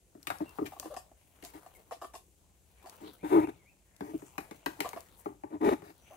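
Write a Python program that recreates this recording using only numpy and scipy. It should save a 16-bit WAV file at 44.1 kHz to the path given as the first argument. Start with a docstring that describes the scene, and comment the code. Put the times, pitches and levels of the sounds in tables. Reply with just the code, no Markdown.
"""Fingers tap and rub on the case of a hand-held microphone; when the grip slides, skin sticks and
slips and the case answers with a hollow low groan. A few metres away on a lawn, a duck dabbles in a
small plastic bowl, which rings with the knocks and wet clicks of its bill. Small birds chirp far off.
Under it all lie faint rustling and quiet outdoor air."""
import sys
import numpy as np
from scipy import signal
from scipy.fft import rfft, irfft
from scipy.io import wavfile
from scipy.ndimage import uniform_filter1d

SR = 44100
rng = np.random.default_rng(int(sys.argv[2]) if len(sys.argv) > 2 else 0)


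def persist_wave(psi):
    """Save psi, clipped to +-1, as 16-bit WAV."""
    counts = np.round(np.clip(psi, -1, 1) * 32767).astype(np.int16)
    wavfile.write(sys.argv[1], SR, np.atleast_2d(counts).T)


N = 271863
TIME_S = np.arange(N) / SR
EVENT_N = int(.3 * SR)
EVENT_S = TIME_S[:EVENT_N]

# Case resonances: (frequency [Hz], width [Hz], gain [dB])
CASE_MODES = [(227, 140, -18), (271.3, 22.2, -5.5), (313.6, 22.6, -2), (412.8, 19.5, -1.5),
              (458.4, 47, -14.5), (579, 79, -11.5), (860, 161, -5), (993, 100, -10), (1190, 39, -8),
              (1508, 60, -18), (1668, 110, -19.5), (1902, 120, -15), (2076, 63, -26), (2780, 220, -32.5),
              (3120, 160, -39.5), (3900, 240, -33)]
# Case registers: (low [Hz], high [Hz], left over right [dB])
CASE_BANDS = [(176.8, 470, 3), (550, 1120, 7), (1374, 2250, 5.5), (2250, 4300, 6), (4150, 14200, 2)]
# Tap colour per register above the thud: (offset [dB], share of brightness [ratio])
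TAP_COLOUR = [(1, 0.024), (1, 0.51), (1.5, 1), (1.5, 1)]
# Finger taps: (time [s], thud [dB], knock [dB], brightness [dB], struck spot pitch [Hz])
TAPS = [(0.15, -53.5, -66, -21, 590), (0.27, -51, -44, 1.5, 2750), (0.302, -51, -35.5, -11.5, 1750),
        (0.404, -37.5, -44.5, -29, 600), (0.585, -38, -38.5, -30.5, 1210), (1.425, -53.5, -64, 6, 800),
        (3.471, -44.5, -52, -13, 850), (4.007, -39.5, -44, -16.5, 632), (4.22, -50, -57.5, -14, 840),
        (4.38, -44.5, -39.5, -8.5, 710), (4.51, -49, -53.5, -5.5, 880), (4.66, -39.5, -35.5, -8, 1420),
        (4.804, -42.5, -37, -2, 4060), (4.931, -53, -46, -12, 1240), (5.258, -38, -42.5, -27, 794),
        (5.435, -44, -45.5, -29, 835), (5.82, -52, -58, -13, 815)]


def finger_taps():
    """A sharp blow and a crunchy scuff ring the case; its hollow thuds a moment later."""
    out = np.zeros((2, N))
    spot_q, spot_db, thud_lag_s = 6, -2.5, 0.0023
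    for time_s, thud_db, knock_db, bright_db, spot_hz in TAPS:
        force = 0.055 * rng.standard_normal(EVENT_N) * decay(0.008)
        force += 0.019 * unit_rms(grains(1600, spread_db=2.5, size=EVENT_N)) * decay(0.034)
        force[0] += 1   # the blow
        ring = body_ring(CASE_MODES, pitch=0.97, spread_db=1.5,
                         wash_db=-16, wash_hz=3360, wash_s=0.0029, crack_db=-23)
        # the resting finger shortens the ring
        knock_ring, thud_ring = ring * decay(0.017), ring * decay(0.013)
        levels_db = band_levels_db(TAP_COLOUR, knock_db, bright_db)
        knock = contact(force, knock_ring, CASE_BANDS[1:], levels_db, length_s=0.016)
        spot = signal.lfilter(*signal.iirpeak(spot_hz, spot_q, fs=SR), knock)
        thud = contact(force, thud_ring, CASE_BANDS[:1], [thud_db], length_s=0.043)
        add(out, time_s, knock + from_db(spot_db) * spot)
        add(out, time_s + thud_lag_s, thud)
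    return out


# Judder of a dragging finger: (time [s], rate [Hz])
JUDDER = [(3.29, 307.2), (3.325, 402.3), (3.35, 329.4), (3.44, 323.8), (5.56, 311.9), (5.635, 331.3),
          (5.66, 415.8), (5.69, 397), (5.72, 338)]
# Drag colour per register: (offset [dB], share of brightness [ratio])
DRAG_COLOUR = [(1.5, 0.057), (2.3, 0.54), (-1, 0.94), (-3, 1.174), (-3.5, 1.274)]
# Grip drags, one curve each: (time [s], level [dB], brightness [dB])
DRAGS = [
    [(3.228, -46, -8), (3.236, -37, -24), (3.244, -33.5, -17.5), (3.268, -35, -19), (3.29, -56, 0),
     (3.31, -36.5, -12.5), (3.328, -21, -22.5), (3.388, -17, -29.5), (3.42, -35, -16.5), (3.448, -27, -26),
     (3.466, -56, -25), (3.494, -38, -14.5), (3.515, -59, -24)],
    [(5.5, -57, -14), (5.542, -35, -28), (5.566, -39, -29), (5.598, -73, -13), (5.612, -33.5, -20.5),
     (5.628, -27, -24.5), (5.65, -25.5, -17.5), (5.672, -23.5, -19), (5.694, -21, -19), (5.705, -43, -5.5),
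     (5.722, -23.5, -20), (5.736, -27.5, -15), (5.748, -36.5, -23), (5.775, -61, -24)],
]


def grip_drags():
    """The whole grip slides: the case groans at the judder rate and swells with the pressure."""
    out = np.zeros((2, N))
    rasp_depth, rasp_db, even_s = .6, 1.8, 0.012
    for curve in DRAGS:
        times_s, db, bright_db = np.transpose(curve)
        now_s = times_s[0] + EVENT_S
        slips, ring, judder = stick_slip(np.interp(now_s, *np.transpose(JUDDER)), locking=0.22)
        groan = excite(slips, ring)
        levels_db = band_levels_db(DRAG_COLOUR, np.interp(now_s, times_s, db),
                                   np.interp(now_s, times_s, bright_db))
        pressure = stroke(times_s[-1] - times_s[0], rise_s=0.002, fall_s=0.013)
        spurts = from_db(rasp_db * drift(250)[:EVENT_N])
        rasp = unit_rms((1 + rasp_depth * judder) * spurts)
        for k, ((low_hz, high_hz, left_db), level_db) in enumerate(zip(CASE_BANDS, levels_db)):
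            band = butter(groan, [low_hz, high_hz], "band", order=3)
            # a steady grip evens the groan out
            band /= np.sqrt(uniform_filter1d(band ** 2, int(even_s * SR)) + 1e-14)
            if k > 1:   # only the treble rasps
                band *= rasp
            add(out, times_s[0], from_db(level_db) * pressure * pan(left_db) * band)
    return out


# Rub colour per register: (offset [dB], share of brightness [ratio])
RUB_COLOUR = [(-2.01, 0.0518), (0.24, 0.66), (-0.35, 1.1), (-0.37, 1.44), (-1, 1.14)]
# Finger rubs: (time [s], length [s], relative level [dB], brightness [dB])
RUBS = [(0.406, 0.014, -30.5, -27.5), (0.606, 0.0088, -33.5, -36), (0.637, 0.014, -41.5, -21),
        (0.654, 0.0066, -56, 7), (0.851, 0.022, -41, -22), (1.449, 0.051, -63, -2),
        (1.533, 0.042, -45.5, -13.5), (3, 0.084, -43.5, -19), (4.019, 0.093, -42, -18),
        (4.133, 0.0087, -32.5, -38), (4.67, 0.012, -41, -23), (4.783, 0.013, -43, -20),
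        (5.836, 0.066, -53, -8)]


def finger_rubs():
    """A finger slides a short way over the case."""
    out = np.zeros((2, N))
    for time_s, length_s, db, bright_db in RUBS:
        slips, ring, _ = stick_slip(judder_hz=313.1, locking=0.14)
        force = slips * stroke(length_s, rise_s=0.0011, fall_s=0.01)
        levels_db = band_levels_db(RUB_COLOUR, db, bright_db)
        add(out, time_s, contact(force, ring, CASE_BANDS, levels_db, length_s + 0.0054))
    return out


def stick_slip(judder_hz, locking):
    """Skin jerks unevenly, partly locking into a judder; returns force, case ring and judder."""
    jitter, pressed_ring_s = 0.07, .022
    judder = sine(judder_hz * (1 + jitter * drift(150.3)[:EVENT_N]))
    jerks = unit_rms(grains(1100, spread_db=-1.5, size=EVENT_N))
    slips = jerks + .5 * rng.standard_normal(EVENT_N) + locking * judder
    ring = body_ring(CASE_MODES, pitch=1, spread_db=1.5,
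                     wash_db=-25, wash_hz=2980, wash_s=0.0085, crack_db=-29)
    finger_damping = np.exp(-(EVENT_S / pressed_ring_s) ** 2)
    return slips, ring * finger_damping, judder


# Dry ticks: (time [s], relative peak [dB])
TICKS = [(0.2292, -34.5), (0.3852, -34.5), (0.493, -37), (0.798, -20), (0.942, -32.5), (1.449, -26),
         (2.8964, -29.5), (3.9645, -39.5), (4.89, -23), (5.006, -32)]


def dry_ticks():
    """Tiny bright snaps that die within milliseconds."""
    out = np.zeros((2, N))
    for time_s, db in TICKS:
        snap = butter(noise_burst(.0022), [3200, 15000], "band", order=1)
        add(out, time_s, from_db(db) * snap / np.abs(snap).max())
    return out * pan(5.2)


def hand_rumble(hand):
    """The weight of the hand makes the case rumble under each touch and a little after it."""
    gain_db, follow_ratio, fall_s = -35, 0.7, 0.024
    pole = np.exp(-1 / (fall_s * SR))
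    touch_db = 10 * np.log10(signal.lfilter([1 - pole], [1, -pole], hand[0] ** 2 + 1e-12))
    rumble = unit_rms(butter(rng.standard_normal(N), [65, 165], "band"))
    return from_db(gain_db + follow_ratio * touch_db) * rumble * pan(1.7)


# Bowl and bill resonances: (frequency [Hz], width [Hz], gain [dB])
BOWL_MODES = [(380, 140, -9), (530, 210, -11), (695, 75, 3), (800, 110, -6), (1020, 110, -6),
              (1160, 110, -3), (1810, 140, -8), (2820, 160, -14)]
# Bowl registers: (low [Hz], high [Hz], left over right [dB])
BOWL_BANDS = [(254, 510, 0.74), (497, 1020, 1.5), (1240, 3150, 5.4), (3800, 12800, 0.23)]
# Dabble colour per register above the thud: (offset [dB], share of brightness [ratio])
DABBLE_COLOUR = [(1, 0.038), (-7.5, 0.35), (2.5, 1)]
# Bill touches: (time [s], length [s], thud [dB], knock [dB], brightness [dB])
DABBLES = [(0.72, 0.01, -71, -49, -20), (0.764, 0.006, -63, -52, -26), (0.798, 0.0046, -50, -55, -18),
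           (0.826, 0.0054, -62, -47.5, -17), (0.843, 0.006, -51, -51.5, -15),
           (0.853, 0.0038, -43.5, -45, -21), (0.908, 0.037, -67, -51, -24),
           (0.965, 0.0021, -51.5, -38.5, -13.5), (1.113, 0.0016, -60, -55, -45),
           (1.438, 0.018, -73, -53.5, -4), (1.662, 0.0015, -63, -49, -20),
           (1.91, 0.0099, -53.5, -39.5, -23), (1.925, 0.0068, -66, -44, -16.5),
           (2.015, 0.0086, -49, -42, -19), (2.031, 0.018, -51, -44.5, -20.5),
           (2.137, 0.016, -59, -50, -12.5), (2.152, 0.0039, -55.5, -46, -10.5),
           (2.841, 0.011, -58, -57.5, -23), (2.859, 0.0099, -73, -50, -15), (4.844, 0.0086, -44, -42, -22),
           (4.856, 0.0015, -54, -35.5, -23), (4.866, 0.002, -69, -48, -27), (4.962, 0.0012, -41, -42, -24),
           (4.972, 0.002, -69, -39.5, -27), (6.104, 0.046, -64.5, -53.5, -40)]


def duck_dabbles():
    """Each touch of the bill rings the bowl with a knock and a clump of wet clicks; one squelches."""
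    out = np.zeros((2, N))
    for time_s, length_s, thud_db, knock_db, bright_db in DABBLES:
        clicks = unit_rms(grains(700, spread_db=4.5, size=EVENT_N))
        clicks += 0.51 * rng.standard_normal(EVENT_N)
        force = clicks * stroke(length_s, rise_s=0.0013, fall_s=0.0062)
        force[0] += 14   # the bill lands
        pitch = 1 + 0.0086 * rng.standard_normal()
        ring = body_ring(BOWL_MODES, pitch, spread_db=2.5,
                         wash_db=-38, wash_hz=2520, wash_s=0.0014, crack_db=-14.5)
        ring *= decay(0.023)   # food deadens the bowl
        levels_db = [thud_db] + band_levels_db(DABBLE_COLOUR, knock_db, bright_db)
        add(out, time_s, contact(force, ring, BOWL_BANDS, levels_db, length_s + .006))
    squelch = glide(length_s=0.044, start_hz=575, end_hz=535, db=-44.5, waver_hz=45)
    add(out, 0.901, squelch * pan(2.8))
    return out


# One bird's chirps: (time [s], relative level [dB])
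CHIRPS = [(2.781, -74), (3.188, -68), (3.4, -54), (3.648, -66.5)]
# Other birds' notes: (time [s], length [s], start [Hz], end [Hz], relative level [dB])
WHISTLES = [(0.452, 0.054, 2720, 2720, -61), (1.748, 0.019, 2260, 2040, -62.5),
            (3.581, 0.063, 2280, 2010, -73), (5.986, 0.24, 5900, 6530, -72.5)]


def distant_birds():
    """One bird repeats an upward slur; others whistle thin, nearly level notes."""
    out = np.zeros((2, N))
    for time_s, db in CHIRPS:
        add(out, time_s, glide(length_s=.066, start_hz=2080, end_hz=2800, db=db, waver_hz=81))
    for time_s, *note in WHISTLES:
        add(out, time_s, glide(*note, waver_hz=54.6))
    return out * pan(1.5)


# Crisp scratches: (time [s], length [s], level [dB])
SCRATCHES = [(1.736, 0.05, -61), (3.22, 0.26, -57), (4.018, 0.34, -69), (5.162, 0.068, -58.5)]


def scratches():
    """Swells of very fine, bright grit."""
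    out = np.zeros((2, N))
    for time_s, length_s, db in SCRATCHES:
        size = int(length_s * SR)
        grit = unit_rms(butter(grains(1500, spread_db=1.5, size=(2, size)), [8000, 14500], "band"))
        swell = np.sin(np.linspace(0, np.pi, size))
        add(out, time_s, from_db(db) * grit * swell)
    return out * pan(5.8)


# Rustle envelope: (time [s], level [dB])
RUSTLE_LEVEL = [(0, -83.5), (0.26, -68.5), (0.43, -60.5), (0.88, -60.5), (1.15, -74), (1.55, -63),
                (2.59, -79.5), (3.0, -56.5), (3.3, -69), (3.85, -76), (4.2, -61.5), (4.72, -67.5),
                (4.85, -58), (5.08, -63.5), (5.26, -67), (5.55, -82.5), (6.16, -61)]
# Rustle spectrum: (frequency [Hz], relative density [dB])
RUSTLE_SPECTRUM = [(150, 4.5), (320, 7.5), (500, 9.5), (800, 9.5), (1500, 0.5), (3000, -1.5), (5000, -14.5),
                   (9000, -3.5), (15000, -9.5)]


def rustle():
    """A soft sliding noise comes and goes, sprinkled with fine dry crackles."""
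    level_db = np.interp(TIME_S, *np.transpose(RUSTLE_LEVEL))
    flicker_db = 1.2 * drift(60) + 3.2 * drift(940)
    slide = from_db(flicker_db) * banded_noise(RUSTLE_SPECTRUM, flicker_db=4)
    snap = noise_burst(0.0005)
    clicks = grains(260, spread_db=3, size=N) * from_db(3 * drift(30))
    crackle = unit_rms(butter(excite(clicks, snap), 5000, "high", order=1))
    return from_db(level_db) * (slide + from_db(-6) * crackle) * pan(3.9)


# Air spectrum: (frequency [Hz], relative density [dB])
AIR_SPECTRUM = [(30, -26.5), (42, -13.5), (62, 7), (110, -9), (160, -6.5), (230, -17.5), (300, -11.5),
                (450, -17.5), (600, -18), (1300, -34.5), (2500, -26), (5000, -30), (8200, -20),
                (16000, -32.5)]


def outdoor_air():
    """A quiet, nearly steady hush, strongest in the bass."""
    return from_db(-66) * banded_noise(AIR_SPECTRUM, flicker_db=1) * pan(1.4)


# Left-right likeness of the background: (frequency [Hz], coherence [ratio])
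COHERENCE = [(60, 0.71), (400, 0.9), (1000, 0.067), (3000, 0.3), (14000, 0.11)]


def banded_noise(spectrum, flicker_db):
    """Half-octave bands of stereo noise, each with its own level, flicker and coherence; rms 1."""
    out, edges_hz = 0, np.geomspace(25, 17000, 20)
    white = rng.standard_normal((2, 2, N))
    for k, (low_hz, high_hz) in enumerate(zip(edges_hz, edges_hz[1:])):
        mid, side = butter(white[k % 2], [low_hz, high_hz], "band")
        centre_hz = np.sqrt(low_hz * high_hz)
        coherence = at_hz(COHERENCE, centre_hz)
        gain = from_db(at_hz(spectrum, centre_hz) + flicker_db * drift(14))
        out += gain * (np.sqrt(1 + coherence) * mid + np.sqrt(1 - coherence) * side * [[1], [-1]])
    return unit_rms(out)


def garden_scatter(x, t60_s, treble_db):
    """Ground, leaves and trunks scatter a short diffuse tail."""
    tail_s, rise_s = TIME_S[:SR], 0.0017
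    envelope = from_db(-60 * tail_s / t60_s) * (1 - np.exp(-tail_s / rise_s))
    scatter = unit_rms(rng.standard_normal((2, SR)) * envelope) / np.sqrt(SR)
    mids = butter(scatter, [450, 3000], "band", order=1)
    treble = from_db(treble_db) * butter(scatter, 4200, "high", order=1)
    return signal.fftconvolve(x, mids + treble, axes=1)[:, :N]


def body_ring(modes, pitch, spread_db, wash_db, wash_hz, wash_s, crack_db):
    """Stereo ring after one click: the main modes, a wash of dense short ones and a bright crack."""
    out = np.zeros((2, EVENT_N))
    for k, (hz, width_hz, db) in enumerate(modes):
        gain = (-1) ** k * from_db(db + spread_db * rng.standard_normal()) * 2 * np.pi * width_hz / SR
        out += gain * np.exp(-np.pi * width_hz * EVENT_S) * np.sin(2 * np.pi * hz * pitch * EVENT_S)
    crack = unit_rms(noise_burst(wash_s)) / np.sqrt(EVENT_N)
    wash = butter(crack, [550, wash_hz], "band")
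    return out + from_db(wash_db) * wash + from_db(crack_db) * crack


def contact(force, ring, bands, levels_db, length_s):
    """A force rings a body; each register is set to its level over the first length_s."""
    sound, out = excite(force, ring), 0
    for (low_hz, high_hz, left_db), db in zip(bands, levels_db):
        band = butter(sound, [low_hz, high_hz], "band", order=3)
        rms = np.sqrt(np.mean(band[:, :int(length_s * SR)] ** 2, axis=1, keepdims=True)) + 1e-12
        out += from_db(db) * pan(left_db) * band / rms
    return out


def band_levels_db(colour, db, bright_db):
    """A hard or gritty contact lifts the high registers; a soft one leaves only the thud."""
    return [db + offset_db + share * bright_db for offset_db, share in colour]


def glide(length_s, start_hz, end_hz, db, waver_hz):
    """An unsteady tone swells, bends ever faster to its end pitch and fades."""
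    progress = np.linspace(0, 1, int(length_s * SR))
    hz = start_hz + (end_hz - start_hz) * progress ** 1.3 + waver_hz * drift(427)[:len(progress)]
    swell = 1.6 * np.sqrt(np.abs(np.sin(np.pi * progress)))
    return from_db(db) * swell * sine(hz)


def stroke(length_s, rise_s, fall_s):
    """Pressure builds, holds and lets go."""
    return (1 - np.exp(-EVENT_S / rise_s)) * np.exp(-np.maximum(EVENT_S - length_s, 0) / fall_s)


def grains(per_s, spread_db, size):
    """Clicks of uneven strength at random moments."""
    strengths = from_db(spread_db * np.minimum(rng.exponential(1, size), 4)) * rng.choice([-1, 1], size)
    return strengths * (rng.random(size) < per_s / SR)


def drift(rate_hz):
    """Random wander; rms 1."""
    knots = rng.standard_normal(int(rate_hz * N / SR) + 2)
    return unit_rms(np.interp(TIME_S * rate_hz, np.arange(len(knots)), knots))


def excite(force, ring):
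    return signal.fftconvolve(force[None], ring, axes=1)[:, :len(force)]


def noise_burst(fall_s):
    return rng.standard_normal((2, EVENT_N)) * decay(fall_s)


def decay(fall_s):
    return np.exp(-EVENT_S / fall_s)


def sine(hz):
    return np.sin(2 * np.pi * np.cumsum(hz) / SR)


def from_db(db):
    return 10 ** (np.asarray(db) / 20)


def unit_rms(x):
    return x / np.sqrt(np.mean(x ** 2, axis=-1, keepdims=True) + 1e-20)


def at_hz(curve, hz):
    knots_hz, values = np.transpose(curve)
    return np.interp(np.log(hz), np.log(knots_hz), values)


def butter(x, hz, kind, order=2):
    return signal.sosfilt(signal.butter(order, hz, kind, fs=SR, output="sos"), x)


def pan(left_db):
    return from_db(np.array([[.5], [-.5]]) * left_db)


def add(out, time_s, sound):
    start = round(time_s * SR)
    out[..., start:start + sound.shape[-1]] += sound[..., :N - start]


def scene():
    """Hand, duck and birds, each with its garden tail, over air, rustle and scratches."""
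    hand = finger_taps() + from_db(-2) * finger_rubs() + grip_drags() + from_db(-4.5) * dry_ticks()
    port_lag_s = 0.000466   # the fingers are nearer the left port
    hand[1] = np.interp(TIME_S - port_lag_s, TIME_S, hand[1])
    rumble = hand_rumble(hand)
    hand += from_db(-29.5) * garden_scatter(butter(hand, 210, "high"), t60_s=0.38, treble_db=22)
    duck = duck_dabbles()
    duck += from_db(-14.5) * garden_scatter(duck, t60_s=0.19, treble_db=19)
    birds = distant_birds()
    birds += garden_scatter(birds, t60_s=0.33, treble_db=-4)
    return hand + rumble + duck + from_db(-2) * birds + outdoor_air() + rustle() + scratches()


def record(dry):
    """The right port is duller at the very top; both are cut off steeply."""
    cutoff_hz = 15700
    shelf = from_db(np.interp(np.fft.rfftfreq(N, 1 / SR), [8600, 9400], [0, -4.5]))
    ports = np.array([dry[0], irfft(rfft(dry[1]) * shelf, N)])
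    return signal.sosfilt(signal.ellip(10, .2, 80, cutoff_hz, fs=SR, output="sos"), ports)


dry = scene()
out = record(dry)
persist_wave(out)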